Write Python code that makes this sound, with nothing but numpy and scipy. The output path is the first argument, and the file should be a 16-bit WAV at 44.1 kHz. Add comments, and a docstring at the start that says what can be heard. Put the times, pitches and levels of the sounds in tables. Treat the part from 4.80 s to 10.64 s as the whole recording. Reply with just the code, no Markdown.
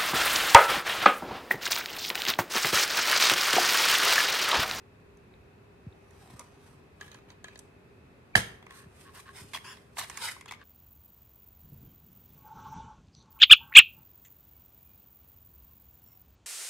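"""Over a low steady hum in a small quiet bedroom, fingers first touch a plastic disc case on a bed sheet.
The hand turns it over: sheet threads brush it as noise, and soft bumps are low tones that quickly sink.
Nails pick at its edge: short noise bursts ring the plastic's resonances. After a faint squeak it snaps open
in short tones that swell in loudness and a bright crack, and the halves chatter. The spine creaks; fingers
scrape (tiny random jerks), squeak and tap on lid and tray, with one thumb stroke. The room answers softly."""
import sys
import numpy as np
from scipy import signal
from scipy.fft import rfft, irfft, next_fast_len
from scipy.io import wavfile
from scipy.ndimage import map_coordinates

SR = 44100
rng = np.random.default_rng(int(sys.argv[2]) if len(sys.argv) > 2 else 0)


def bounce(signal):
    """Save signal as a 16-bit WAV file at the path given by the first command-line argument."""
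    frames = np.transpose(np.atleast_2d(signal))
    limited = np.clip(frames, -1, 1)
    pcm = np.round(limited * 32767).astype(np.int16)
    wavfile.write(sys.argv[1], SR, pcm)


N = 257544


def amp(db):
    """Turn decibels into a gain."""
    return 10 ** (np.asarray(db) / 20)


def unit(x):
    """Scale a sound to an rms (average strength) of 1."""
    return x / np.sqrt(np.mean(x ** 2) + 1e-20)


def along(points, hz):
    """Read a curve of (frequency, value) points on a logarithmic frequency axis."""
    f, value = np.transpose(points)
    return np.interp(np.log(hz + 1), np.log(f + 1), value)


def wobble(rate):
    """A smooth random curve with rate random points a second."""
    knots = rng.standard_normal(int(N * rate / SR) + 4)
    return map_coordinates(knots, [np.arange(N) * rate / SR])


def filtered(x, response):
    """Multiply the spectrum of x by a response that depends on frequency."""
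    n = x.shape[-1]
    padded = next_fast_len(n + SR // 10)
    hz = np.fft.rfftfreq(padded, 1 / SR)
    return irfft(rfft(x, padded) * response(hz), padded)[..., :n]


def coloured(x, spectrum):
    """Give x a colour drawn as (frequency [Hz], level [dB]) points."""
    return filtered(x, lambda hz: amp(along(spectrum, hz)))


def ring(x, modes):
    """Send x through resonances (frequency [Hz], width [Hz], level [dB]) of alternating sign."""
    def response(f):
        total = 0
        for k, (centre, width, db) in enumerate(modes):
            resonance = 1j * f * width / (centre * centre - f * f + 1j * f * width)
            total = total + (-1) ** k * amp(db) * resonance
        return total
    return filtered(x, response)


def pair(x, likeness):
    """Mix two unrelated signals into a left and right that are partly alike."""
    def shares(hz):
        turn = np.arccos(np.clip(along(likeness, hz), -1, 1)) / 2
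        return np.array([np.cos(turn), np.sin(turn)])
    mid, side = filtered(x, shares)
    return np.array([mid + side, mid - side])


def noise(n, likeness):
    """White noise in stereo, n samples long."""
    return pair(rng.standard_normal((2, n)), likeness)


def panned(x, db):
    """Make left louder than right by db."""
    return x * amp([[db / 2], [-db / 2]])


def add(track, s, x):
    """Mix x into the track at time s, cutting off what runs past the end."""
    part = track[:, round(s * SR):][:, :x.shape[-1]]
    part += x[..., :part.shape[1]]


# How alike left and right are in sound from all around: (frequency [Hz], likeness [0 to 1])
DIFFUSE = [(300, 0.908), (700, 0)]
# Colour of the room noise: (frequency [Hz], level [dB])
AIR = [(15, -36), (25, -13.5), (90, 0), (301, -7.5), (335, -11.5), (430, -8), (600, -12.5), (2020, -20.5),
       (2630, -24.5), (2930, -29.5), (3830, -29.5), (5600, -37), (13800, -42), (15000, -93.5)]
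# Narrow bands of a distant fan: (centre [Hz], width [Hz], relative level [dB])
HUM = [(98.4, 32, -16), (365, 11, -2), (401.5, 10, 4.5), (2565, 110, -14)]
# The room noise eases a little towards the end.
FLOOR_DB, EASE_DB_PER_S, EASE_FROM_S = -57, 1, 3.9


def background():
    """Low room noise and a distant fan's fuzzy hum: shaped noise and noise in narrow bands."""
    hum = unit(ring(noise(N, DIFFUSE), HUM))
    air = unit(coloured(noise(N, DIFFUSE), AIR))
    floor_db = FLOOR_DB - EASE_DB_PER_S * np.maximum(np.arange(N) / SR - EASE_FROM_S, 0)
    return amp(floor_db) * (air + amp(-7.0) * hum)


# How long the echo takes to fall by 60 dB: (frequency [Hz], decay time [s])
ROOM = [(100, 0.7), (800, 0.52), (8000, 0.35), (15000, 0.39)]


def room(x):
    """The small room's answer: a fading noise tail in which the highs mostly die before the lows."""
    hz, t, grains = signal.stft(noise(SR // 2, DIFFUSE), SR, nperseg=256)
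    fade = amp(-60 * t / along(ROOM, hz)[:, None])
    tail = signal.istft(grains * fade, SR, nperseg=256)[1]
    # the answer starts 8 ms late
    tail = np.pad(tail, ((0, 0), (round(.008 * SR), 0))) / np.linalg.norm(tail[0])
    mono = x.mean(axis=0)[None]
    return signal.fftconvolve(mono, tail, axes=1)[:, :N]


# The case's place, heard as a delay between the two ports: (time [s], left lags by [ms])
PLACE = [(1.6, 0.0089), (2.7, 0.11), (3.6, 0.17), (4.7, 0.023)]


def ports(x):
    """Two microphone ports: sound from the right reaches the left port a little later."""
    n = np.arange(N)
    lag = np.interp(n / SR, *np.transpose(PLACE)) * SR / 1000  # in samples
    return np.array([map_coordinates(x[0], [n - lag], order=5), x[1]])


# Dull bumps of the case on the mattress, loudest as it springs open: (time [s], level [dB])
BUMPS = [(1.065, -35), (1.534, -47), (2.473, -53), (3.557, -25.5), (4.061, -45.5), (4.612, -44.5),
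         (4.642, -47)]


def bumps():
    """A soft low thud that starts higher and quickly sinks in pitch."""
    out, t = np.zeros((2, N)), np.arange(SR // 8) / SR
    hz = 68 + 220 * np.exp(-t / 0.0081)
    tone = np.sin(2 * np.pi * np.cumsum(hz) / SR)
    swell = t / 0.0097 * np.exp(1 - t / 0.0095) * np.exp(-(t / 0.028) ** 4)
    for s, db in BUMPS:
        add(out, s, amp(db) * swell * tone)
    return out


# How alike left and right are in sound from close by: (frequency [Hz], likeness [0 to 1])
DIRECT = [(500, 0.95), (2000, 0.85), (6000, 0.2)]


def slips(n, rate, spread_db):
    """Tiny jerks at random moments and of uneven size, about rate a second."""
    jerks = (rng.random(n) < rate / SR) * amp(spread_db * rng.standard_normal(n))
    return pair(jerks * rng.standard_normal((2, n)), DIRECT)


def panel(x, t60, ring_db):
    """Thin panels add a dense cluster of short modes: a fading noise tail, new at every call."""
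    t = np.arange(SR // 16) / SR
    tail = noise(len(t), DIRECT) * amp(-60 * t / t60)
    response = amp(ring_db) * tail / np.linalg.norm(tail[0])
    response = response + (t == 0)  # the sound itself, ahead of the tail
    return signal.fftconvolve(x, response / np.linalg.norm(response[0]), axes=1)[:, :x.shape[1]]


def regripped(x, every):
    """The panels' colour drifts as the hand moves to a new grip every so many seconds."""
    t = np.arange(N) / SR
    out = np.zeros((2, N))
    for s in np.arange(0, N / SR, every):
        a, b = np.searchsorted(t, [s - every, s + every])
        hold = np.cos(np.pi / 2 * (t[a:b] - s) / every)  # neighbouring grips cross-fade
        add(out, a / SR, panel(x[:, a:b] * hold, t60=.035, ring_db=3))
    return out


SWELL_STEEPNESS = 2.74  # near half strength at the ends of a row's length


def swells(rows):
    """Strength over time: each row swells and fades evenly around its strongest moment."""
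    t = np.arange(N) / SR
    power = 0
    for s, length, db in rows:
        fall = np.exp(-SWELL_STEEPNESS * np.abs((t - s) / length))
        power = power + (amp(db) * 2 * fall / (1 + fall ** 2)) ** 2
    return np.sqrt(power)


# The case and a sleeve sliding over the sheet: (fastest moment [s], length [s], level [dB])
SLIDES = [(1.51, 0.32, -64.5), (1.88, 0.12, -65), (2.24, 0.078, -63), (3.98, 0.072, -54), (4.22, 0.13, -60),
          (4.38, 0.06, -49.5), (4.585, 0.065, -49.5), (4.69, 0.43, -60.5), (5.192, 0.022, -35.5),
          (5.27, 0.13, -53), (5.455, 0.1, -39.5), (5.52, 0.015, -44)]
# Colour of the sheet's threads: (frequency [Hz], level [dB])
CLOTH = [(400, -21), (1100, 5.5), (2500, 1.5), (5000, -0.5), (7400, -2.5), (8400, 4), (10500, -2),
         (14000, -8), (15200, -32)]
# A dull low rub under the handling, and the short dull knock of a tap:
# (strongest moment [s], length [s], level [dB])
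DULL_SOUNDS = [(1.57, 0.73, -67), (1.603, 0.023, -48.5)]
# Colour of those dull sounds: (frequency [Hz], level [dB])
DULL = [(200, -11), (700, 4), (1100, 4.5), (2000, -20.5), (6000, -15), (14000, -58)]


def slide():
    """Threads of the sheet brush the case in a fine, uneven swish, over a dull rub and a short knock."""
    threads = slips(N, rate=6000, spread_db=2) * amp(2 * wobble(90))
    swish = panned(swells(SLIDES) * unit(coloured(threads, CLOTH)), -1.6)
    dull = swells(DULL_SOUNDS) * unit(coloured(threads, DULL))
    return swish + dull


# Light pats on the clear cover film: (time [s], level [dB])
PATS = [(0.538, -71), (1.125, -74)]
# Resonances of the film: (frequency [Hz], width [Hz], level [dB])
FILM = [(2100, 800, -11), (3780, 190, -4)]
FILM_CONTACT_S = 0.0013  # the touch is firmest this long after it starts


def pats():
    """A fingertip lands lightly on the clear cover film, which answers with one short high note."""
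    out, t = np.zeros((2, N)), np.arange(SR // 16) / SR
    for s, db in PATS:
        touch = noise(len(t), DIRECT) * t * np.exp(-t / FILM_CONTACT_S)
        add(out, s, amp(db) * unit(ring(touch, FILM)))
    return out


RUB_ATTACK_S, RUB_RELEASE_S, RUB_SAG_DB_PER_S = 0.011, 0.012, 15  # a finger grips, lifts, slowly eases


def stroke(t, length):
    """Pressure of one stroke: it rises, holds with a slight sag and dies away."""
    grip = np.sin(np.pi / 2 * np.minimum(t / RUB_ATTACK_S, 1)) ** 2
    lift = np.exp(-np.maximum(t - length, 0) / RUB_RELEASE_S)
    return amp(-RUB_SAG_DB_PER_S * t) * grip * lift


# The spine creaking as the lid opens: (start [s], length [s], level [dB])
CREAKS = [(3.886, 0.16, -57.5), (4.247, 0.051, -56), (4.345, 0.046, -54), (4.452, 0.052, -53),
          (5.346, 0.045, -50), (5.787, 0.04, -57)]
# Resonances of the spine: (frequency [Hz], width [Hz], level [dB])
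SPINE = [(1090, 40, 7.5), (1565, 150, 1), (1780, 186, 1), (2870, 480, -8.5), (4120, 1100, -13.5)]


def creaks():
    """The spine gives in coarse little slips each time the lid is pushed further open."""
    out, t = np.zeros((2, N)), np.arange(SR // 3) / SR
    for s, length, db in CREAKS:
        drive = slips(len(t), rate=1300, spread_db=2)
        add(out, s, amp(db) * stroke(t, length) * unit(ring(drive, SPINE)))
    return out


# The thumb's one stroke up the inside of the lid: (start [s], length [s], level [dB])
SKATE = (4.838, 0.092, -46)
# Resonances at the top of the arch: (frequency [Hz], width [Hz], level [dB])
SKATE_MODES = [(1036, 100, 0), (1740, 330, -2), (2870, 260, -2), (3420, 190, -5), (4850, 160, -6),
               (5460, 150, -3), (7050, 290, -9.5), (10300, 1300, -14)]
ARCH_TOP_S, ARCH_DEPTH = .07, .09  # they peak this long into the stroke, from this share lower


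def thumb():
    """The thumb skates up the inside of the lid: its resonances rise and sink again in one arch."""
    out, t = np.zeros((2, N)), np.arange(SR // 5) / SR
    s, length, db = SKATE
    tuning = 1 - ARCH_DEPTH * np.sin(np.pi / 2 * (t / ARCH_TOP_S - 1)) ** 2
    steady = unit(ring(noise(len(t), DIRECT), SKATE_MODES))
    # reading the noise slower lowers its pitch
    moving = np.array([map_coordinates(port, [np.cumsum(tuning)], order=5) for port in steady])
    add(out, s, amp(db) * stroke(t, length) * moving)
    return out


# Brief squeaks, a faint one just before the snap, the others during the handling:
# (middle [s], level [dB], pitch [Hz], half length [s])
SQUEAKS = [(3.546, -48, 2300, .008), (4.749, -33, 3300, .006), (5.49, -34.5, 2060, .012),
           (5.694, -44, 3400, .005), (5.691, -50, 2800, .008)]


def squeaks():
    """Brief squeaks: each is a short tone made rough by a randomly wavering phase."""
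    t = np.arange(N) / SR
    waver = 1.1 * wobble(330)  # phase in radians
    out = 0
    for s, db, hz, half in SQUEAKS:
        swell = np.exp(-((t - s) / half) ** 2)
        out = out + amp(db) * swell * np.sin(2 * np.pi * hz * t + waver)
    return out


# Skin dragging on plastic: (start [s], length [s], level before a trim [dB],
# pitch ratio of the lid's resonances under that grip)
RUBS = [(2.189, 0.2, -57.5, 1.09), (2.48, 0.04, -57, 0.875), (2.639, 0.11, -61, 1.14),
        (4.35, 0.046, -60.5, 1.14), (4.544, 0.059, -52, 0.95), (4.731, 0.027, -39.5, 0.94),
        (4.923, 0.056, -57, 0.97), (5.173, 0.036, -41, 1.04), (5.205, 0.037, -43.5, 1.07),
        (5.304, 0.096, -53, 1.12), (5.395, 0.052, -42, 0.84), (5.43, 0.061, -42.5, 1.25),
        (5.674, 0.023, -52.5, 1.2), (5.714, 0.03, -53.5, 1.1)]
# Colour of skin on plastic, also used for the snap's crack: (frequency [Hz], level [dB])
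SKIN = [(300, -20.5), (750, 9.5), (3800, 10), (7400, 0.5), (8500, 4), (14200, -7), (15200, -29.5)]
# Resonances of the broad lid and tray, also used by the taps: (frequency [Hz], width [Hz], level [dB])
LID = [(760, 340, -8.5), (1076, 170, 8), (1567, 190, 1), (2040, 460, 4.5), (2800, 770, -4.5),
       (3290, 250, 0), (5470, 120, -14.5)]
BUNCH_DB, BUNCHES_PER_S = 2.4, 260  # the slips bunch up as the skin catches and lets go


def scrape():
    """Skin sticks and slips in tiny uneven jerks that drive the plastic; pressing harder adds hiss."""
    out, t = np.zeros((2, N)), np.arange(SR // 3) / SR
    for s, length, db, tuning in RUBS:
        pressure = amp(db) * stroke(t, length)
        drive = slips(len(t), rate=2200, spread_db=3)
        drive = drive * amp(BUNCH_DB * wobble(BUNCHES_PER_S)[:len(t)])
        hiss = amp(5.5) * (pressure / amp(-35.5)) ** 0.53 * unit(coloured(drive, SKIN))
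        modes = [(hz * tuning, width, mode_db) for hz, width, mode_db in LID]
        body = unit(ring(drive, modes))
        add(out, s, amp(-1.0) * pressure * (body + hiss))
    return out


# Short contacts on the case, from fingers, nails and one knock just after the snap: (time [s],
# shell level before a trim [dB], sharp tick over shell before a trim [dB], left over right [dB])
TAPS = [(0.372, -60.5, 7, 2), (1.308, -55, 0, -14), (1.594, -38.5, 10, -3), (1.611, -42, -4, -5),
        (2.21, -26, -13, -2.5), (2.279, -41, -10, -4), (2.315, -36, -18, -4), (2.344, -36, -7, -3),
        (2.502, -38.5, -30, 1), (2.642, -27.5, -9.5, -0.5), (2.682, -34, -17, -3), (2.756, -36, -13, 0),
        (2.776, -57, 12, -7), (2.791, -42.5, 10.5, -1.5), (3.564, -26, -1, -10), (3.825, -40.5, -26, 3),
        (3.865, -35, -14, -0.5), (3.907, -37, -9.5, -3), (4.4, -41.5, -4, 11), (4.734, -27.5, -11, -8.5),
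        (4.746, -22.5, -25, -2), (4.76, -31, -17, -7), (4.771, -27, -23, -3), (5.168, -28, -18, 0),
        (5.186, -25.5, -13, 6), (5.194, -25, -6, -1), (5.212, -27, -23, 2), (5.243, -32, -4, -4),
        (5.298, -29, 1.5, -3), (5.373, -27, 2.5, -5.5), (5.564, -36, -17, 3), (5.61, -34, -4.5, 1),
        (5.658, -35, -6.5, 1), (5.71, -26, -9.5, 2), (5.72, -27.5, -8, 1), (5.736, -34.5, -14, 3)]
# Resonances of the shut case's stiff rim: (frequency [Hz], width [Hz], level [dB])
RIM = [(670, 240, -7.5), (1030, 68, -2.5), (1682, 87, 6.5), (2060, 200, -5.5), (2460, 36, -5),
       (3150, 85, -2), (3790, 120, -2), (4480, 290, -10), (6340, 310, -10)]
# While the nails pick at the rim: (start [s], end [s])
RIM_S = (2, 3)
# Colour of the sharp tick: (frequency [Hz], level [dB])
TICK = [(1500, -4), (4500, -0.5), (6500, 11.5), (8200, 6.5), (10500, 6.5), (16000, -22)]
CONTACT_S, TICK_S = 0.0017, 0.00062  # how long the soft and the sharp part take to land
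SETTLE_S, SETTLE_DB = .013, -14.5  # the shell settles a moment later, more softly


def taps():
    """Each contact is a brief scuff: it rings the shell at new strengths, ticks sharply and settles."""
    out, t = np.zeros((2, N)), np.arange(SR // 8) / SR
    u, late = t / CONTACT_S, np.maximum(t - SETTLE_S, 0) / CONTACT_S
    force = u * np.exp(-u) + amp(SETTLE_DB) * late * np.exp(-late)
    for s, db, tick_db, pan_db in TAPS:
        plastic = RIM if RIM_S[0] < s < RIM_S[1] else LID
        modes = [(hz, width, mode_db + rng.normal(0, 1.86)) for hz, width, mode_db in plastic]
        shell = unit(ring(noise(len(t), DIRECT) * force, modes))
        sharp = coloured(noise(len(t), DIRECT), TICK) * t * np.exp(-t / TICK_S)
        tick = unit(panel(sharp, t60=0.031, ring_db=-2))
        contact = amp(db - 25.5) * shell + amp(db + tick_db - 27.0) * tick
        add(out, s, panned(contact, pan_db))
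    return out


# Colour of the chattering halves: (frequency [Hz], level [dB])
RATTLE = [(25, -39), (55, -3), (100, 10), (215, 7.5), (350, -2), (800, 5), (1400, 0), (1700, 6), (2400, -3),
          (3500, -3), (5000, -7.5), (10000, -7), (16000, -22.5)]
SNAP_S = 3.5562  # the catch lets go


def shudder():
    """The freed halves chatter against each other after the snap: dense, uneven little contacts."""
    out, t = np.zeros((2, N)), np.arange(SR // 2) / SR
    contacts = (rng.random(len(t)) < 5000 / SR) * rng.standard_normal((2, len(t)))
    chatter = pair(contacts, DIFFUSE) * amp(1.8 * wobble(250)[:len(t)])
    rattle = unit(panel(coloured(chatter, RATTLE), t60=0.04, ring_db=-6.0))
    rattle = rattle * (1 - np.exp(-t / 0.0046))  # soft start
    add(out, SNAP_S + .002, panned(rattle * amp(-17.5 - 60 * t / 0.14), -0.88))
    return out


# The shell flexing: (frequency [Hz], level [dB], time to fall 60 dB [s], left over right [dB])
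FLEX = [(793, -16.5, 0.0075, -12.5), (1733, -3, 0.0052, -7), (2000, -13, 0.013, 2.5)]
# The catch's own bright ring: (frequency [Hz])
CATCH_HZ = [3100, 3950, 4650, 7990]
CATCH_WIDTH_HZ, CATCH_RING_DB = 140, 7


def snap():
    """The shell flexes ever harder as the catch rides over its lip, then lets go: (flex, crack)."""
    flex, crack, t = np.zeros((2, N)), np.zeros((2, N)), np.arange(SR // 10) / SR
    ride = .003  # seconds on the lip
    before, after = np.maximum(ride - t, 0), np.maximum(t - ride, 0)
    build = amp(-8 * before / ride) * (1 - np.exp(-t / 0.0002))
    for hz, db, t60, pan_db in FLEX:
        tone = build * amp(db - 60 * after / t60) * np.sin(2 * np.pi * hz * t)
        add(flex, SNAP_S - ride, panned(tone, pan_db))
    burst = unit(coloured(noise(len(t), DIRECT), SKIN)) * amp(-16 - 60 * after / 0.011) * build ** 2
    burst = panned(burst, -4.5)
    add(crack, SNAP_S - ride, burst)
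    catch = [(hz, CATCH_WIDTH_HZ, CATCH_RING_DB) for hz in CATCH_HZ]
    add(flex, SNAP_S - ride, ring(burst, catch))
    return flex, crack


def scene():
    """The case close by, the room around it; little of the shell's flexing reaches the walls."""
    rubbing = regripped(scrape() + slide(), every=1 / 10)
    handling = taps() + pats() + rubbing + creaks() + thumb() + squeaks()
    flex, crack = snap()
    halves = shudder()
    echo = room(amp(-11.5) * handling + amp(-4.5) * crack + amp(-21.5) * flex + amp(-10.5) * halves)
    return ports(handling + flex + crack) + halves + bumps() + echo + background()


TOP_HZ = 15900  # band limit


def record(dry):
    """The recorder rounds off high peaks, sheds the deepest bass and cuts steeply above its band limit."""
    rounded = dry / (1 + np.abs(dry / .8) ** 4) ** (1 / 4)

    def response(hz):
        low_cut = (1j * hz) ** 2 / ((1j * hz) ** 2 + 1j * hz * 45 + 50 ** 2)
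        high_cut = 1 / (1 + (hz / TOP_HZ) ** 200)
        return low_cut * high_cut
    return filtered(rounded, response)


dry = scene()
out = record(dry)
bounce(out)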